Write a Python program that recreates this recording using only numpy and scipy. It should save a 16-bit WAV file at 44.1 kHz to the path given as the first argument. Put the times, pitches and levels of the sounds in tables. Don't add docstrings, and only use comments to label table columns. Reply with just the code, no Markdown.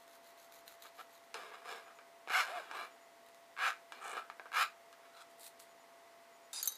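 import sys
import numpy as np
from scipy import signal
from scipy.fft import rfft, irfft, next_fast_len
from scipy.io import wavfile
from scipy.ndimage import uniform_filter1d, map_coordinates

SR = 44100
rng = np.random.default_rng(int(sys.argv[2]) if len(sys.argv) > 2 else 0)


def generate_wav(signal):
    frames = np.transpose(np.atleast_2d(signal))
    scaled = np.clip(frames, -1, 1) * 32767
    pcm = np.round(scaled).astype(np.int16)
    wavfile.write(sys.argv[1], SR, pcm)


N = 298557
TIME_S = np.arange(N) / SR

# (start [s], rise [s], hold [s], fall [s], relative level [dB],
# treble trim [dB], resonance [Hz], resonance lift [dB])
HARD_SCRAPES = [ (2.274, 0.088, 0.041, 0.077, -30.5, -17.5, 1200, 1.5),
                (3.564, .094, .028, 0.051, -29.5, -23.5, 1603, 3),
                (4.518, .075, .034, .04, -28.5, -19.5, 1302, 4), ]
SOFT_DRAGS = [ (.835, 0.027, .005, 0.013, -50.5, -12, 1290, 7),
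              (.975, 0.028, 0.0099, 0.014, -48.5, -13, 1280, 5),
              (1.34, 0.0079, 0.024, 0.34, -46, -14, 420, 10),
              (1.49, .05, 0.016, 0.059, -49.5, -17, 430, 6.5),
              (1.63, 0.073, 0.014, 0.15, -43.5, -11.5, 470, 11),
              (1.85, .03, 0.0077, 0.084, -53, -20, 1300, 8), (2.45, 0.027, 0.03, 0.33, -43.5, -14, 760, 3),
              (2.5, .06, 0.019, 0.12, -42.5, -15.5, 740, 3),
              (2.668, 0.099, 0.063, 0.077, -42.5, -13.5, 1310, 3.5),
              (3.915, 0.017, 0.084, .1, -55.5, -11, 1290, -4),
              (3.99, 0.08, 0.12, 0.066, -42.5, -18, 1250, 3.5),
              (4.163, 0.011, 0.011, .055, -37, -21, 1290, 11.5),
              (5.01, 0.021, 0.035, .08, -62.5, -12, 1400, 10),
              (5.11, 0.1, 0.012, 0.021, -58, -1.5, 1400, 11), ]
# (centre [s], top pitch [Hz], level [dB], overtone gain [dB])
SLICE_SQUEALS = [(2.378, 758, -31.8, 0), (2.555, 725, -43, -22)]
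# (harmonic number, relative level [dB])
SQUEAL_OVERTONES = [(2, 7), (3, 5), (4, -5)]
# (time [s], level [dB])
SAW_LEVELS = [(0, -66.5), (.25, -65.5), (.55, -61.5), (.82, -61.5), (1.25, -68.5)]
# (time [s], relative level [dB])
CRUST_SNAPS = [(0.079, -55), (.523, -50), (.679, -43), (0.823, -44), (3.264, -55.5), (3.287, -54),
               (3.346, -54), (5.441, -50), (5.468, -47), (5.6, -45.5)]
# (time [s], relative level [dB], treble trim [dB])
BOARD_TAPS = [(0.989, -52, 13), (1.343, -28.5, 13), (1.620, -42.5, -4), (1.988, -39, -7), (2.275, -32, -8),
              (2.304, -25, -17), (2.713, -30, 3.5), (3.588, -37, 0), (3.922, -31.5, 9), (4.169, -26.5, -5),
              (4.300, -30.5, -3.5), (4.397, -32, -15), (4.457, -35, -25), (4.623, -29.5, 10),
              (4.928, -43.5, 7)]
# (start [s], rise [s], hold [s], fall [s], level [dB])
CRUMB_PEELS = [(4.0, 0.066, 0.038, 0.11, -58)]
HAND_BRUSHES = [(5.28, 0.027, .005, 0.069, -71), (5.375, 0.097, 0.0051, 0.023, -53.5),
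                (5.59, .01, .005, .07, -58.5)]
STEEL_SLIDES = [(6.53, 0.0019, 0.077, 0.031, -44.5), (6.625, .02, .015, 0.14, -50)]
# (start [s], rise [s], hold [s], fall [s], level [dB], initial pitch [Hz])
STEEL_SQUEAKS = [(6.562, 0.015, 0.011, 0.04, -45, 5050), (6.623, .008, .006, 0.036, -49, 4550)]
# (time [s], level [dB], long ring [dB], pitch ratio)
PLATE_CLINKS = [(6.5304, -39, -18, 1.2), (6.6283, -25, -20, 1.075), (6.6569, -28.5, -13, 1.2),
                (6.6750, -18, -5, 1.0), (6.7202, -38.5, 5, .99), (6.754, -44, -7, 1.07)]
# (frequency [Hz], width [Hz], lift [dB])
BOARD_MODES = [(420, 200, 5), (612, 160, -7), (732, 120, 6.5), (1239, 37, 6.5), (1527, 8.7, 12.5),
               (1647, 62, 10.5), (2000, 250, -6.5), (2180, 96, 4), (2364, 150, 7), (2885, 106, 4.5),
               (3180, 94, -13), (3350, 57, 4.5), (4130, 240, 4), (4550, 220, -3.5), (5170, 280, 5.5),
               (5640, 260, -5.5), (7250, 690, 1.5), (9880, 150, 7)]
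# (frequency [Hz], level [dB], T60 [s])
STEEL_MODES = [(1430, -5.5, 0.019), (3860, -7, 0.45), (4170, -6.5, 0.074), (6230, 6, 0.099),
               (6450, -11, .06), (7130, -18, .1), (9150, -2.5, 0.09), (10230, -10, 0.067),
               (11670, 5.5, 0.051), (12200, 3.5, 0.046), (12240, 4.5, 0.055), (13500, -14, .05),
               (14450, -10, .12)]
# (frequency [Hz], relative level [dB])
SCRAPE_SPECTRUM = [(100, -42), (250, -41), (400, -21), (750, -3.5), (1300, 5), (2200, -1), (3300, -7.5),
                   (5500, -21), (9000, -30), (13000, -32.5), (15500, -44)]
DRAG_SPECTRUM = [(100, -50), (220, -6.5), (400, -1.5), (750, 6), (1300, 7), (2200, -0.5), (3500, -7.5),
                 (5500, -27.5), (9000, -33.5), (13000, -36.5), (15500, -43)]
CRUST_SPECTRUM = [(300, -16), (1500, 0), (3000, -7.5), (4000, 1.5), (5200, -10.5), (6800, -3), (8500, -11),
                  (11000, -5.5), (14000, -4.5), (15500, -15.5)]
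TAP_SPECTRUM = [(100, -34), (300, -7.5), (700, 6.5), (1300, 11.5), (2500, -1), (4200, -13), (6000, -19.5),
                (10000, -29.5), (15500, -41)]
SKIN_SPECTRUM = [(500, -34), (2500, -10), (4200, 0), (6000, -9), (8000, 0.5), (11000, -3), (14000, -6),
                 (15500, -7.5)]
GLAZE_SPECTRUM = [(180, -58), (300, -40), (342, -29), (674, -29), (769, -14.5), (1840, -10.5), (2740, -18),
                  (3450, -8.5), (4960, -2), (5660, -19), (7250, -6), (8420, -19), (8990, -6.5),
                  (12300, -23.5), (15500, -20)]
AIR_SPECTRUM = [(15, -64), (25, -41), (209, -28), (246, -17), (340, -19.5), (445, -14.5), (567, -17),
                (666, -14), (722, -14.5), (945, -14.5), (1760, -20.5), (2000, -15.5), (2300, -23),
                (3630, -26), (6920, -30.5), (15500, -36.5)]
PEEL_SPECTRUM = [(3000, -31), (6000, -6), (8200, 2), (9800, -6), (12000, -14), (15500, -26)]
# (frequency [Hz], T60 [s])
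ROOM_DECAY = [(200, 0.11), (2000, 0.23), (12000, 0.16)]
# (frequency [Hz], rms level [dB])
HUM_TONES = [(170, -92.5), (678.5, -64.5), (920.5, -80), (1104, -79.5), (1981, -85)]
WHINE_STARTS_S = [1.84, 2.9, 5.68, 6.32]

SWELL_DB, BRIGHTEN_DB = 20, 5.5
SLOW_SLIP_HZ, FAST_SLIP_HZ, SLIP_RANGE_DB, DRAG_SLIP_HZ = 110, 540, 17, 800
SQUEAL_ARC_S, SQUEAL_SWELL_S = .105, .04
SAW_START_S, SAW_PERIOD_S, SAW_STROKE_S = 0.083, 0.143, .105
SQUEAK_SAG_PER_S = 0.75
WHINE_HZ, WHINE_S, WHINE_REPEAT_S = 6950, 0.059, .103
HUM_END_S, TOP_HZ = 6.53, 15300


def scraping():
    push = contact(HARD_SCRAPES)
    speed = np.clip(1 + push[0] / SLIP_RANGE_DB, 0, 1)
    slip_hz = SLOW_SLIP_HZ + (FAST_SLIP_HZ - SLOW_SLIP_HZ) * speed ** 2
    judder = slips(slip_hz, scatter=.12, spread_db=1.7, grit=0.63)
    smear = slips(DRAG_SLIP_HZ, scatter=.35, spread_db=3.5, grit=0.49)
    scrapes = rub(push, judder, SCRAPE_SPECTRUM, body_db=-2.5, rasp_db=4.5)
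    drags = rub(contact(SOFT_DRAGS), smear, DRAG_SPECTRUM, body_db=-2.87, rasp_db=-1.5)
    return scrapes + drags


def contact(rows):
    rows = np.array(rows)
    swells_db = np.array([swell(*row[:4]) for row in rows])
    strongest = np.argmax(swells_db + rows[:, 4:5], axis=0)
    start_s, rise_s, hold_s, _, db, bite_db, centre_hz, lift_db = rows[strongest].T
    swell_db = swells_db[strongest, np.arange(N)]
    remaining = np.clip(1 - (TIME_S - start_s) / (rise_s + hold_s), 0, 1)
    level_db = db + swell_db
    treble_db = level_db + bite_db - BRIGHTEN_DB * remaining
    return swell_db, level_db, treble_db, centre_hz, lift_db


def slips(rate_hz, scatter, spread_db, grit):
    rate_hz = rate_hz * np.ones(N)
    due = np.flatnonzero(np.diff(np.floor(np.cumsum(rate_hz) / SR)))
    late, strength = rng.standard_normal((len(due), 2)).T
    onsets = np.clip(due + scatter * late * SR / rate_hz[due], 0, N - 1).astype(int)
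    pulses = unit(np.bincount(onsets, amp(spread_db * strength) / np.sqrt(rate_hz[due]), N))
    grit_power = signal.lfilter([1], [1, -np.exp(-1 / (0.002 * SR))], pulses ** 2)
    return unit(pulses + grit * unit(np.sqrt(grit_power) * rng.standard_normal(N)))


def rub(controls, force, spectrum, body_db, rasp_db):
    _, level_db, treble_db, centre_hz, lift_db = controls
    ring = signal.fftconvolve(force, board_response(spectrum))[:N]
    ring = unit(arm_echo(ring, delay_s=.0016, sway=.12, gain=.3))
    highs = highpass(ring, corner_hz=4800, slope=6)
    body = unit(contact_resonance(ring - highs, centre_hz, lift_db, width_oct=.13))
    rasp = unit(shimmer(highs, depth_db=2.8))
    return body * amp(level_db + body_db) + rasp * amp(treble_db + rasp_db)


def board_response(spectrum, size=8192):
    hz = np.fft.rfftfreq(size, 1 / SR)
    modes_db = sum(lift_db / (1 + (2 * (hz - mode_hz) / width_hz) ** 2)
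                   for mode_hz, width_hz, lift_db in BOARD_MODES)
    cepstrum = irfft(np.log(amp(along(spectrum, hz) + modes_db)))
    cepstrum[1:size // 2] *= 2
    cepstrum[size // 2 + 1:] = 0
    response = irfft(np.exp(rfft(cepstrum)))
    return response / np.linalg.norm(response)


def arm_echo(x, delay_s, sway, gain):
    n = np.arange(N)
    lag = SR * delay_s * np.exp(sway * wobble(9))
    return x + gain * np.interp(n - lag, n, x)


def contact_resonance(x, centre_hz, lift_db, width_oct):
    hz, t, bins = signal.stft(x, SR, nperseg=512)
    at = np.minimum((t * SR).astype(int), N - 1)
    detune = np.log2((hz[:, None] + 1) / centre_hz[at]) / width_oct
    gain = amp(lift_db[at] / (1 + detune ** 2))
    power = np.mean(np.abs(bins) ** 2, axis=1, keepdims=True)
    gain /= np.sqrt((power * gain ** 2).sum(0) / power.sum())
    return signal.istft(bins * gain, SR, nperseg=512)[1][:N]


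def shimmer(x, depth_db):
    bins = signal.stft(x, SR, nperseg=512)[2]
    peaks = uniform_filter1d(rng.standard_normal(bins.shape), size=4, axis=0)
    lasting = uniform_filter1d(peaks, size=20, axis=1)
    return signal.istft(bins * amp(depth_db * unit(lasting)), SR, nperseg=512)[1][:N]


def squeals():
    out = np.zeros(N)
    for centre_s, top_hz, db, overtones_db in SLICE_SQUEALS:
        t = TIME_S - centre_s
        pitch_hz = top_hz * np.exp(-(t / SQUEAL_ARC_S) ** 2) * (1 + .012 * wobble(500))
        phase = 2 * np.pi * np.cumsum(pitch_hz) / SR
        overtones = sum(amp(partial_db + 4.5 * wobble(350)) * np.sin(k * phase)
                        for k, partial_db in SQUEAL_OVERTONES)
        tone = unit(np.sin(phase) + amp(overtones_db) * overtones)
        out += amp(db) * tone * np.exp(-(t / SQUEAL_SWELL_S) ** 2)
    return out


def crust():
    travel = np.minimum((TIME_S - SAW_START_S) % SAW_PERIOD_S / SAW_STROKE_S, 1)
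    speed = np.sqrt(np.abs(np.sin(np.pi * travel)))
    effort = amp(np.interp(TIME_S, *np.transpose(SAW_LEVELS), right=-np.inf))
    grains = shimmer(grain_noise(spread_db=5.7, rate_hz=1200), depth_db=2.0)
    sawing = effort * speed * coloured(grains, CRUST_SPECTRUM)
    snaps = np.zeros(N)
    for s, db in CRUST_SNAPS:
        add(snaps, s, amp(db + 21) * (burst(t60_s=0.0082) + .5 * burst(t60_s=0.11)))
    return sawing + filtered(snaps, lambda hz: amp(along(CRUST_SPECTRUM, hz)))


def peeling():
    ticks = slips(rate_hz=340, scatter=1.0, spread_db=1.5, grit=0.62)
    return coloured(ticks, PEEL_SPECTRUM) * strokes(CRUMB_PEELS)


def taps():
    out, knock = np.zeros(N), board_response(TAP_SPECTRUM)
    treble_sos = signal.butter(2, 3500, "high", fs=SR, output="sos")
    for s, db, treble_db in BOARD_TAPS:
        chatter = 1.5 * burst(t60_s=0.0033) + 1.2 * burst(t60_s=0.11)
        hit = knock + signal.fftconvolve(knock, chatter)[:len(knock)]
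        hit += (amp(treble_db + 9.5) - 1) * signal.sosfiltfilt(treble_sos, hit, padtype=None)
        add(out, s, amp(db + 12.5) * hit / np.linalg.norm(hit))
    return out


def hand():
    return coloured(grain_noise(spread_db=3.3, rate_hz=300), SKIN_SPECTRUM) * strokes(HAND_BRUSHES)


def grating():
    grains = coloured(grain_noise(spread_db=2.6, rate_hz=900), GLAZE_SPECTRUM)
    t, modes = steel_ring(pitch_ratio=0.94)
    ring = unit(signal.fftconvolve(grains, modes * decay(t, t60_s=.018))[:N])
    return unit(shimmer(grains, depth_db=4) + .6 * ring) * strokes(STEEL_SLIDES)


def clinks():
    out = np.zeros(N)
    for s, db, ring_db, pitch_ratio in PLATE_CLINKS:
        t, modes = steel_ring(pitch_ratio)
        buzz = signal.fftconvolve(modes * decay(t, t60_s=0.013), burst(t60_s=0.025))[:len(t)]
        ring_gain = amp(ring_db) + 1.26 * decay(t, t60_s=0.038)
        hit = buzz / np.abs(buzz).max() + ring_gain * modes / np.abs(modes).max()
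        add(out, s, amp(db) * hit / np.abs(hit).max())
    return highpass(out, corner_hz=600, slope=4)


def steel_ring(pitch_ratio):
    t = np.arange(SR // 3) / SR
    hz, db, t60_s = np.transpose(STEEL_MODES)[:, :, None]
    gain = amp(db + 1.1 * rng.standard_normal(db.shape))
    sign = (-1) ** np.arange(len(STEEL_MODES))[:, None]
    modes = sign * gain * decay(t, t60_s) * np.sin(2 * np.pi * pitch_ratio * hz * t)
    return t, modes.sum(0)


def squeaks():
    out = np.zeros(N)
    for start_s, *shape_s, db, hz in STEEL_SQUEAKS:
        age_s = np.maximum(TIME_S - start_s, 0)
        pitch_hz = hz * np.exp(-SQUEAK_SAG_PER_S * age_s) * (1 + 0.024 * wobble(900))
        tone = unit(np.sin(2 * np.pi * np.cumsum(pitch_hz) / SR) * amp(2.5 * wobble(300)))
        out += tone * amp(db + swell(start_s, *shape_s))
    return out


def kitchen_reverb(x):
    hz, t, bins = signal.stft(rng.standard_normal(SR // 2), SR, nperseg=256)
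    tail = signal.istft(bins * decay(t, along(ROOM_DECAY, hz)[:, None]), SR, nperseg=256)[1]
    delayed = np.pad(x, (180, 0))
    return signal.fftconvolve(delayed, tail / np.linalg.norm(tail))[:N]


def appliance_hum():
    hum = np.zeros(N)
    for hz, db in HUM_TONES:
        peak = np.sqrt(2) * amp(db + 0.25 * wobble(4.27))
        hum += peak * np.sin(2 * np.pi * hz * TIME_S + 0.28 * wobble(5))
    return hum * np.clip((HUM_END_S - TIME_S) * 100, 0, 1)


def room_air():
    return amp(-63.5) * coloured(rng.standard_normal(N), AIR_SPECTRUM)


def whine():
    gate, spurt = np.zeros(N), signal.windows.tukey(int(WHINE_S * SR))
    for s in WHINE_STARTS_S:
        add(gate, s, spurt)
        add(gate, s + WHINE_REPEAT_S, spurt)
    return amp(-72.5) * gate * np.sin(2 * np.pi * WHINE_HZ * TIME_S + 0.37 * wobble(90))


def swell(start_s, rise_s, hold_s, fall_s):
    t = TIME_S - start_s - rise_s
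    db = -SWELL_DB * ((np.minimum(t, 0) / rise_s) ** 2 + np.maximum(t - hold_s, 0) / fall_s)
    return np.where(t < -rise_s, -200, np.maximum(db, -200))


def strokes(rows):
    return sum(amp(db + swell(*shape_s)) for *shape_s, db in rows)


def grain_noise(spread_db, rate_hz):
    return rng.standard_normal(N) * amp(spread_db * wobble(rate_hz))


def burst(t60_s, size=8192):
    puff = rng.standard_normal(size) * decay(np.arange(size) / SR, t60_s)
    return puff / np.linalg.norm(puff)


def decay(t, t60_s):
    return amp(-60 * t / t60_s)


def wobble(rate_hz):
    knots = rng.standard_normal(int(N * rate_hz / SR) + 4)
    return map_coordinates(knots, [TIME_S * rate_hz])


def filtered(x, response):
    size = next_fast_len(N + SR // 2)
    return irfft(rfft(x, size) * response(np.fft.rfftfreq(size, 1 / SR)), size)[:N]


def highpass(x, corner_hz, slope):
    return filtered(x, lambda hz: 1 - 1 / (1 + (hz / corner_hz) ** slope))


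def coloured(x, spectrum):
    return unit(filtered(x, lambda hz: amp(along(spectrum, hz))))


def along(points, hz):
    knots_hz, values = np.transpose(points)
    return np.interp(np.log(hz + 1), np.log(knots_hz + 1), values)


def add(track, start_s, sound):
    part = track[round(start_s * SR):][:len(sound)]
    part += sound[:len(part)]


def amp(db):
    return 10 ** (np.asarray(db) / 20)


def unit(x):
    return x / np.sqrt(np.mean(x ** 2) + 1e-20)


def scene():
    cake = scraping() + squeals() + peeling() + taps() + crust() + hand()
    cutlery = grating() + clinks() + squeaks()
    near = cake + cutlery
    return (near + amp(-11) * kitchen_reverb(near) + appliance_hum() + room_air() + whine())[None]


def record(dry):
    return filtered(dry[0], lambda hz: np.clip((TOP_HZ - hz) / 200 + .5, 0, 1))[None]


dry = scene()
out = record(dry)
generate_wav(out)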